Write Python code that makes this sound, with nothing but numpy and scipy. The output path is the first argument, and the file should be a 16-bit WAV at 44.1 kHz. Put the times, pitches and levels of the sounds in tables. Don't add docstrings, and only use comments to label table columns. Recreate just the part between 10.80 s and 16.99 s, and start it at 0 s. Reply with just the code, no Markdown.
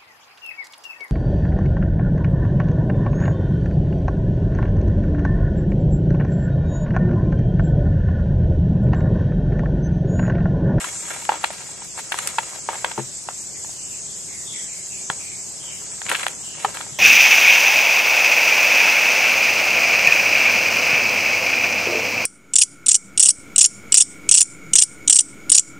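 import sys
import numpy as np
from scipy import signal
from scipy.io import wavfile
from scipy.ndimage import uniform_filter1d

SR = 44100
rng = np.random.default_rng(int(sys.argv[2]) if len(sys.argv) > 2 else 0)


def natural_amplitude(level_db):
    exponent = np.asarray(level_db, float) / 20
    return 10 ** exponent


def transcribe(signal):
    frames = np.atleast_2d(signal).T
    limited = np.clip(frames, -1, 1)
    pcm = np.round(limited * 32767).astype(np.int16)
    wavfile.write(sys.argv[1], SR, pcm)


N = 272875

# [f/Hz, width/Hz, level/dB]
TRAY_MODES = [(555, 300, -14.5), (950, 87, 9.5), (1140, 83, -15)]
# [f/Hz, width/Hz, level/dB]
CHALK_MODES = [(1400, 500, 1), (1850, 550, 1), (2450, 700, -1), (3200, 900, -4), (4150, 900, -8)]
# [f/Hz, width/Hz, level/dB]
FIZZ_MODES = [(7500, 4030, 9), (9460, 3270, 9.5), (11830, 1100, 4), (14500, 1400, -22)]
# [t/s, knock peak/dB, crackle peak/dB, length/ms]
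KNOCKS = [(.4917, -2, -17, 4.8), (0.5195, -13, -27, 2.7), (.527, -34, -28, 5.3), (0.5382, -24, -29, 8.2),
          (.6405, -10.5, -12.5, 2.96), (1.3194, -20, -12.5, 6.4), (1.3427, -16.5, -23, 1.6),
          (1.5838, -9.5, -9.5, 5.1), (1.8885, -9, -24, 6.3), (1.931, -22.5, -28.5, 17),
          (1.9541, -25, -28, 5), (2.0452, -8.5, -12.5, 3.5), (2.1134, -25.5, -24, 4.7),
          (2.178, -18, -28.5, 3.8), (2.188, -25, -39, 3.2), (2.1946, -23.5, -47, 4), (2.487, -17, -24, 2.4),
          (4.3, -11, -12, 1.6), (4.3036, -25.5, -36, 1.2), (5.217, -27, -20, 1.9), (5.315, -13, -8.5, 2.3),
          (5.4658, -11, -8, 1.27), (5.8468, -8, -18, 4.5), (5.858, -24, -45, 5.2),
          (5.9704, -28.5, -20, 1.9)]


def evened(x):
    return x / np.sqrt(np.mean(x ** 2) + 1e-20)


def read(points, hz):
    f, value = np.transpose(points)
    return np.interp(np.log(hz + 1), np.log(f + 1), value)


def level_course(rows):
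    return np.interp(np.arange(N) / SR, *np.transpose(rows))


def add(mix, s, sound):
    part = mix[..., round(s * SR):][..., :sound.shape[-1]]
    part += sound[..., :part.shape[-1]]


def resonate(x, hz, width_hz):
    turn = np.exp(2j * np.pi * np.cumsum(hz * np.ones(x.shape[-1])) / SR)
    r = np.exp(-np.pi * width_hz / SR)
    return 2 * (turn * signal.lfilter([1 - r], [1, -r], x / turn)).real


def body(x, modes):
    out = 0
    for k, (hz, width_hz, db) in enumerate(modes):
        once = resonate(x, hz, width_hz)
        out = out + (-1) ** k * natural_amplitude(db) * resonate(once, hz, 1.7 * width_hz)
    return out


def lumps():
    # [t/s, crackle peak/dB, fizz peak/dB, length/ms, splinter f/Hz]
    snap_rows = [(.0066, -24, -44, 2.9, 1500), (0.042, -19, -54, 3.6, 1360),
                 (0.4511, -26.5, -36, 1.5, 2630), (0.6442, -9, -29, 1.7, 1720),
                 (1.387, -16, -26.5, 3, 1220), (1.473, -21, -22, 4.3, 2920),
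                 (5.2645, -18.5, -52, 1.4, 3100), (5.286, -20, -50, 1.5, 2000),
                 (5.2913, -13.5, -37, 3.6, 2140), (5.2955, -24, -26, 3.4, 2470),
                 (5.3005, -14.5, -31, 1.2, 2320), (5.3356, -19, -52, 3.4, 1550),
                 (5.3458, -14.5, -48, 6.9, 1580), (5.3511, -8.5, -50, 1.2, 2300),
                 (5.36, -16.5, -54, 1.5, 1590), (5.395, -20.5, -50, 2, 2050), (5.3978, -27, -50, 3.4, 1440),
                 (5.4042, -27, -50, 3.3, 1610), (5.4306, -20, -36, 3.6, 2200),
                 (5.4401, -26, -35, 4.2, 1600), (5.4818, -21, -26.5, 1.8, 2300),
                 (5.9627, -34, -50, 3.3, 1820), (5.984, -32, -47, 1.8, 1600), (6.0107, -22, -50, 1.7, 1590)]
    # [t/s, peak/dB, f/Hz]
    chip_rows = [(.0468, -25, 1010), (0.0523, -31, 1140), (.263, -50, 1150), (0.2838, -34, 1180),
                 (.3075, -34, 1430), (.3125, -34, 795), (.362, -32, 810), (0.4226, -33.5, 890),
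                 (0.704, -23, 630), (0.7085, -39, 485), (0.806, -38, 840), (0.8223, -38, 745),
                 (0.8903, -36, 830), (1.02, -32, 935), (1.178, -28, 970), (1.186, -29, 920),
                 (1.1924, -28, 870), (1.379, -36, 1270), (5.2606, -44, 1500), (1.5434, -31, 900),
                 (1.7323, -35, 1180), (1.7601, -32, 646), (1.787, -34.5, 770), (2.2013, -27, 450),
                 (2.491, -39, 1140), (2.8462, -32.5, 850), (2.892, -38, 750), (4.3126, -43, 1320),
                 (6.0062, -27, 890), (6.0655, -34, 820)]
    # [t/s, peak/dB, f/Hz]
    overtone_rows = [
        (0.6423, -28, 1220),
        (1.5852, -21, 1190),
        (2.0467, -15.5, 1750),
        (4.3014, -18.5, 1440),
        (5.318, -12, 2430),
        (5.8485, -8, 1170),
    ]
    knock_hz, knock_spread, knock_fizz_db = 870, .015, -21
    snap_knock_db = -6
    chip_ms, chip_crackle_db, chip_fizz_db = 3.1, -4.5, -17
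    overtone_ms, overtone_crackle_db = 2.87, -34
    rows = []
    for s, db, crackle_db, ms in KNOCKS:
        hz = knock_hz * (1 + knock_spread * rng.standard_normal())
        rows.append((s, db, hz, crackle_db, crackle_db + knock_fizz_db, ms))
    for s, db, fizz_db, ms, hz in snap_rows:
        rows.append((s, db + snap_knock_db, hz, db, fizz_db, ms))
    for s, db, hz in chip_rows:
        rows.append((s, db, hz, db + chip_crackle_db, db + chip_fizz_db, chip_ms))
    for s, db, hz in overtone_rows:
        crackle_db = db + overtone_crackle_db
        rows.append((s, db, hz, crackle_db, crackle_db + knock_fizz_db, overtone_ms))
    return rows


def breaks():
    apart_low, apart_high = 0.065, 0.87
    out, t = np.zeros((2, N)), np.arange(900) / SR
    impulse = 1. * (t[None] == 0)
    tray, chalk, dust = (body(impulse, modes) for modes in (TRAY_MODES, CHALK_MODES, FIZZ_MODES))

    def ring(x, response):
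        return signal.fftconvolve(x, response, axes=1)[:, :len(t)]

    lead = np.where(t < .0005, 1, .4)
    for s, knock_db, hz, crackle_db, fizz_db, ms in lumps():
        size, chance, grit = rng.standard_normal((3, 2, len(t)))
        cracks = size * (abs(chance) < .07)
        cracks[:, [8, 14]] = [[-1.38, 0.076], [-0.049, 0.48]]
        fading = np.exp(-(t / (1.07 * ms / 1000 + 1e-4)) ** 2)
        cracks, grit = cracks * fading, grit * fading
        blow, aside = cracks[0], cracks[1] * [[1], [-1]]
        low = lead * (blow + apart_low * aside)
        high = blow + apart_high * aside

        lump = body(low, [(hz, (60 + 600 / ms) * hz / 870, 0)])
        thump = body(low, [(hz, 900, -15)])
        knock = lump + thump + 0.14 * ring(low, tray)
        rise_ms = .025 * ms ** 2
        high = high * (1 - np.exp(-1000 * t / rise_ms))
        crackle = ring(high + .08 * grit, chalk)
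        fizz = ring(high + .3 * grit, dust)
        for db, part in (knock_db + 2.5, knock), (crackle_db + 1.0, crackle), (fizz_db + 11.0, fizz):
            add(out, s, natural_amplitude(db) * part / abs(part.mean(0)).max())
    return out


def powder_flow():
    # [middle t/s, half length/s, grinding level/dB]
    squeeze_rows = [(.005, 0.071, -33.5), (0.325, 0.065, -36.5), (0.638, 0.18, -46), (1.182, 0.02, -39),
                    (1.38, 0.073, -36.5), (1.476, 0.24, -42), (1.727, 0.053, -42.5), (1.94, .03, -42),
                    (2.06, .03, -58), (2.11, .015, -40), (2.468, 0.037, -47), (5.318, 0.038, -31),
                    (5.412, 0.067, -34), (5.815, 0.075, -43), (5.968, 0.047, -41), (6.035, 0.035, -42)]
    # [t/s, level/dB]
    trickle_rows = [
        (0, -46),
        (1.03, -46),
        (1.1, -49.5),
        (1.6, -57),
        (1.85, -47),
        (2.2, -43.5),
        (2.3, -57.5),
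        (5.15, -47),
        (5.7, -48.5),
        (6.19, -47.5),
    ]
    shower_db, shower_rise_s, shower_t60_s = -24, 0.0041, 0.36
    t, after = np.arange(N) / SR, np.arange(SR // 4) / SR
    trickle, squeeze, shower = natural_amplitude(level_course(trickle_rows)) ** 2, np.zeros(N), np.zeros(N)
    for s, half_s, db in squeeze_rows:
        squeeze += natural_amplitude(db) ** 2 * np.exp(-2 * abs(t - s) ** 1.53 / half_s ** 1.485)
    for s, db, *_ in KNOCKS:
        fall = natural_amplitude(db + shower_db - 60 * after / shower_t60_s)
        add(shower, s, (fall * (1 - np.exp(-after / shower_rise_s))) ** 2)
    tray = trickle * natural_amplitude(-1.0) + shower + squeeze
    palm = trickle + squeeze + shower * natural_amplitude(-35.5)
    return 10 * np.log10([tray, palm])


def crumbs():
    per_s, spread_db, clump_db = 2000, 5., 3.
    tray_db, palm_db = powder_flow()
    clumps = uniform_filter1d(rng.standard_normal(N), size=300)
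    clumps = evened(uniform_filter1d(clumps, size=300))
    size = natural_amplitude(spread_db * np.minimum(rng.exponential(1, (2, N)), 4) + clump_db * clumps)
    signs, hits = rng.choice([-1, 1], (2, N)), rng.random((2, N)) < per_s / SR
    on_tray, in_palm = size * signs * hits
    low = evened(body(on_tray, TRAY_MODES) + .5 * body(on_tray, [(865, 1620, 0)]))
    high = evened(body(in_palm, CHALK_MODES) + natural_amplitude(-13) * body(in_palm, FIZZ_MODES))

    def over(db, floor_db):
        return np.sqrt(np.maximum(natural_amplitude(db) ** 2 - natural_amplitude(floor_db) ** 2, 1e-8))

    return over(tray_db - 2.0, -51.5) * low + over(palm_db + 0.5, -48.0) * high


def slides():
    # [t/s, length/s, final f/Hz, level/dB]
    slide_rows = [(2.738, 0.083, 2040, -54.5), (2.935, 0.39, 2720, -57), (3.118, .092, 2350, -57),
                  (3.232, .27, 3270, -58), (3.48, .21, 1980, -53), (3.652, .25, 3320, -47),
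                  (3.725, 0.2, 1950, -50.5), (3.88, 0.2, 2150, -52.5), (4.098, 0.2, 2380, -51),
                  (4.382, 0.29, 2230, -50), (4.795, 0.29, 2910, -50), (4.889, .13, 2160, -53),
                  (5.621, 0.39, 2780, -50.5), (6.119, 0.17, 3050, -54)]
    sink_hz, width_hz = 280, 294 * 1.5
    out = np.zeros((2, N))
    for s, length_s, last_hz, db in slide_rows:
        u = np.arange(0, 1, 1 / SR / length_s)
        common, *own = rng.standard_normal((3, SR // 2))[..., :len(u)]
        hz = last_hz + sink_hz * (1 - u) ** 2.2
        friction = 0.46 * common + np.array(own)
        band = resonate(resonate(friction, hz, width_hz), hz, width_hz)
        add(out, s, natural_amplitude(db + 7.0) * evened(band) * np.sin(np.pi * u ** 0.53))
    return out


def thuds():
    # [t/s, f/Hz, t60/s, level/dB]
    bump_rows = [
        (2.178, 131, 0.18, -17),
        (2.178, 212, 0.092, -13),
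        (2.179, 345, 0.093, -9.5),
        (2.18, 425, 0.049, -4),
        (2.18, 605, 0.06, -14),
        (4.299, 142, 0.02, -3),
        (5.299, 302, 0.09, -24),
        (5.849, 422, 0.1, -18),
        (6.12, 138, 0.038, -12),
    ]
    out, t = np.zeros(N), np.arange(8000) / SR
    for s, hz, t60_s, db in bump_rows:
        rise = 1 - np.exp(-t / 0.026)
        add(out, s, natural_amplitude(db - 60 * t / t60_s) * np.sin(2 * np.pi * hz * t) * rise)
    return out * natural_amplitude(np.array([[3.], [-6.]]))


def room(x):
    # [f/Hz, t60/s]
    decay_rows = [
        (300, 0.068),
        (1000, 0.03),
        (3000, 0.11),
        (9000, 0.046),
    ]
    taps = np.zeros((2, 12000))
    at = np.arange(60, 11960, 20) + rng.integers(0, 20, (2, 595))
    np.put_along_axis(taps, at, rng.choice([-1., 1.], at.shape), 1)
    hz, t, z = signal.stft(taps, SR, nperseg=128)
    z = z * natural_amplitude(-60 * t / read(decay_rows, hz)[:, None])
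    tail = signal.istft(z, SR, nperseg=128)[1]
    return signal.fftconvolve(x[None], tail / np.linalg.norm(tail[0]), axes=1)[:, :N]


def noise(colour, level_db, patchy_db):
    # [f/Hz, correlation]
    likeness = [(60, 0.92), (130, 0.82), (280, 0.34), (590, 0.42), (1280, -0.053), (4300, -0.063),
                (7200, 0.8), (12700, 0.45)]
    # [f/Hz, level/dB]
    left_over = [(60, 25), (130, 11), (280, 16), (590, 0), (1280, -0.5), (2750, -1), (5900, 0), (12700, 2)]
    frames, hz = N // 256 + 5, np.fft.rfftfreq(1024, 1 / SR)
    a, b, c, d, patches = rng.standard_normal((frames, 513, 5)).T
    patches = uniform_filter1d(patches, size=14, axis=0)
    patches = evened(uniform_filter1d(patches, size=8, axis=1))
    same = np.clip(read(likeness, hz), -1, 1)[:, None]
    left = a + 1j * b
    right = same * left + np.sqrt(1 - same ** 2) * (c + 1j * d)
    z = np.array([left, right]) * natural_amplitude(read(colour, hz)[:, None] + patchy_db * patches)
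    z[1] /= natural_amplitude(read(left_over, hz))[:, None]
    x = signal.istft(z, nperseg=1024, noverlap=768)[1][:, :N]
    return natural_amplitude(level_db) * x / np.std(x.mean(0))


def hiss():
    # [t/s, level/dB]
    hiss_level = [(0, -35), (.17, -30.5), (.23, -32.5), (.63, -38), (.68, -38), (1.43, -34.5),
                  (2.15, -35.5), (2.45, -33), (2.49, -35.5), (2.53, -34), (4.1, -32.5), (5.15, -33.5),
                  (5.28, -35.5), (5.46, -36.5), (5.51, -35.5), (5.64, -34), (5.75, -36.5), (5.82, -36)]
    # [f/Hz, density/dB]
    hiss_colour = [(2350, -112), (4000, -22.5), (5810, -6), (6740, 2), (7670, 5.5), (8470, -1), (9220, -11),
                   (11600, -18.5), (12400, -16.5), (13100, -40), (13500, -95)]
    return noise(hiss_colour, level_course(hiss_level) + 0.51, 1.84)


def hum():
    # [f/Hz, density/dB]
    hum_colour = [(15, -58), (25, -23), (71, -5.5), (113, 3), (172, 2), (286, -5), (382, -0.5), (446, -7),
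                  (830, -11), (1350, -16), (2110, -13), (3510, -13), (5000, -7), (6500, -7.5),
                  (11000, -120)]
    return noise(hum_colour, -43, 1.0)


def scene():
    snaps, powder = breaks(), crumbs()
    near = snaps + powder + room(natural_amplitude(-12) * snaps.mean(0) + powder)
    high_pass = signal.butter(2, 300, "high", fs=SR, output="sos")
    near = signal.sosfilt(high_pass, near) * natural_amplitude(np.array([[.4], [-.4]]))
    return near + slides() + thuds() + hiss() + hum()


def gate(x):
    # [f/Hz, share of time shut]
    shut_share = [(1500, 0), (2600, .08), (3600, .2), (4400, .22), (5200, 0), (8600, 0), (9200, .12),
                  (10500, .24), (12000, .36), (12900, .6), (13300, .95)]
    wobble_db = 5.5
    hz, t, z = signal.stft(x, SR, "cosine", 2048, 1024)
    band = np.floor(np.log(hz + 300) * 22).astype(int)
    band = np.unique(band, return_inverse=True)[1]
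    power = (np.arange(band.max() + 1)[:, None] == band) @ (abs(z) ** 2).sum(0)
    wobble = evened(uniform_filter1d(rng.standard_normal(power.shape), size=2, axis=1))
    level_db = 10 * np.log10(uniform_filter1d(power, size=2, axis=1) + 1e-20) + wobble_db * wobble
    level_db[-14:] -= uniform_filter1d(level_db[-14:], size=25, axis=1)
    rank = level_db.argsort(1).argsort(1) / len(t)
    is_open = rank[band] >= read(shut_share, hz)[:, None]
    return signal.istft(z * is_open, SR, "cosine", 2048, 1024)[1][:, :N]


def top_cut(x):
    return signal.sosfilt(signal.butter(12, 15300, fs=SR, output="sos"), x)


def record(dry):
    limited = .58 * np.tanh(dry / .58)
    return top_cut(gate(limited))


dry = scene()
out = record(dry)
transcribe(out)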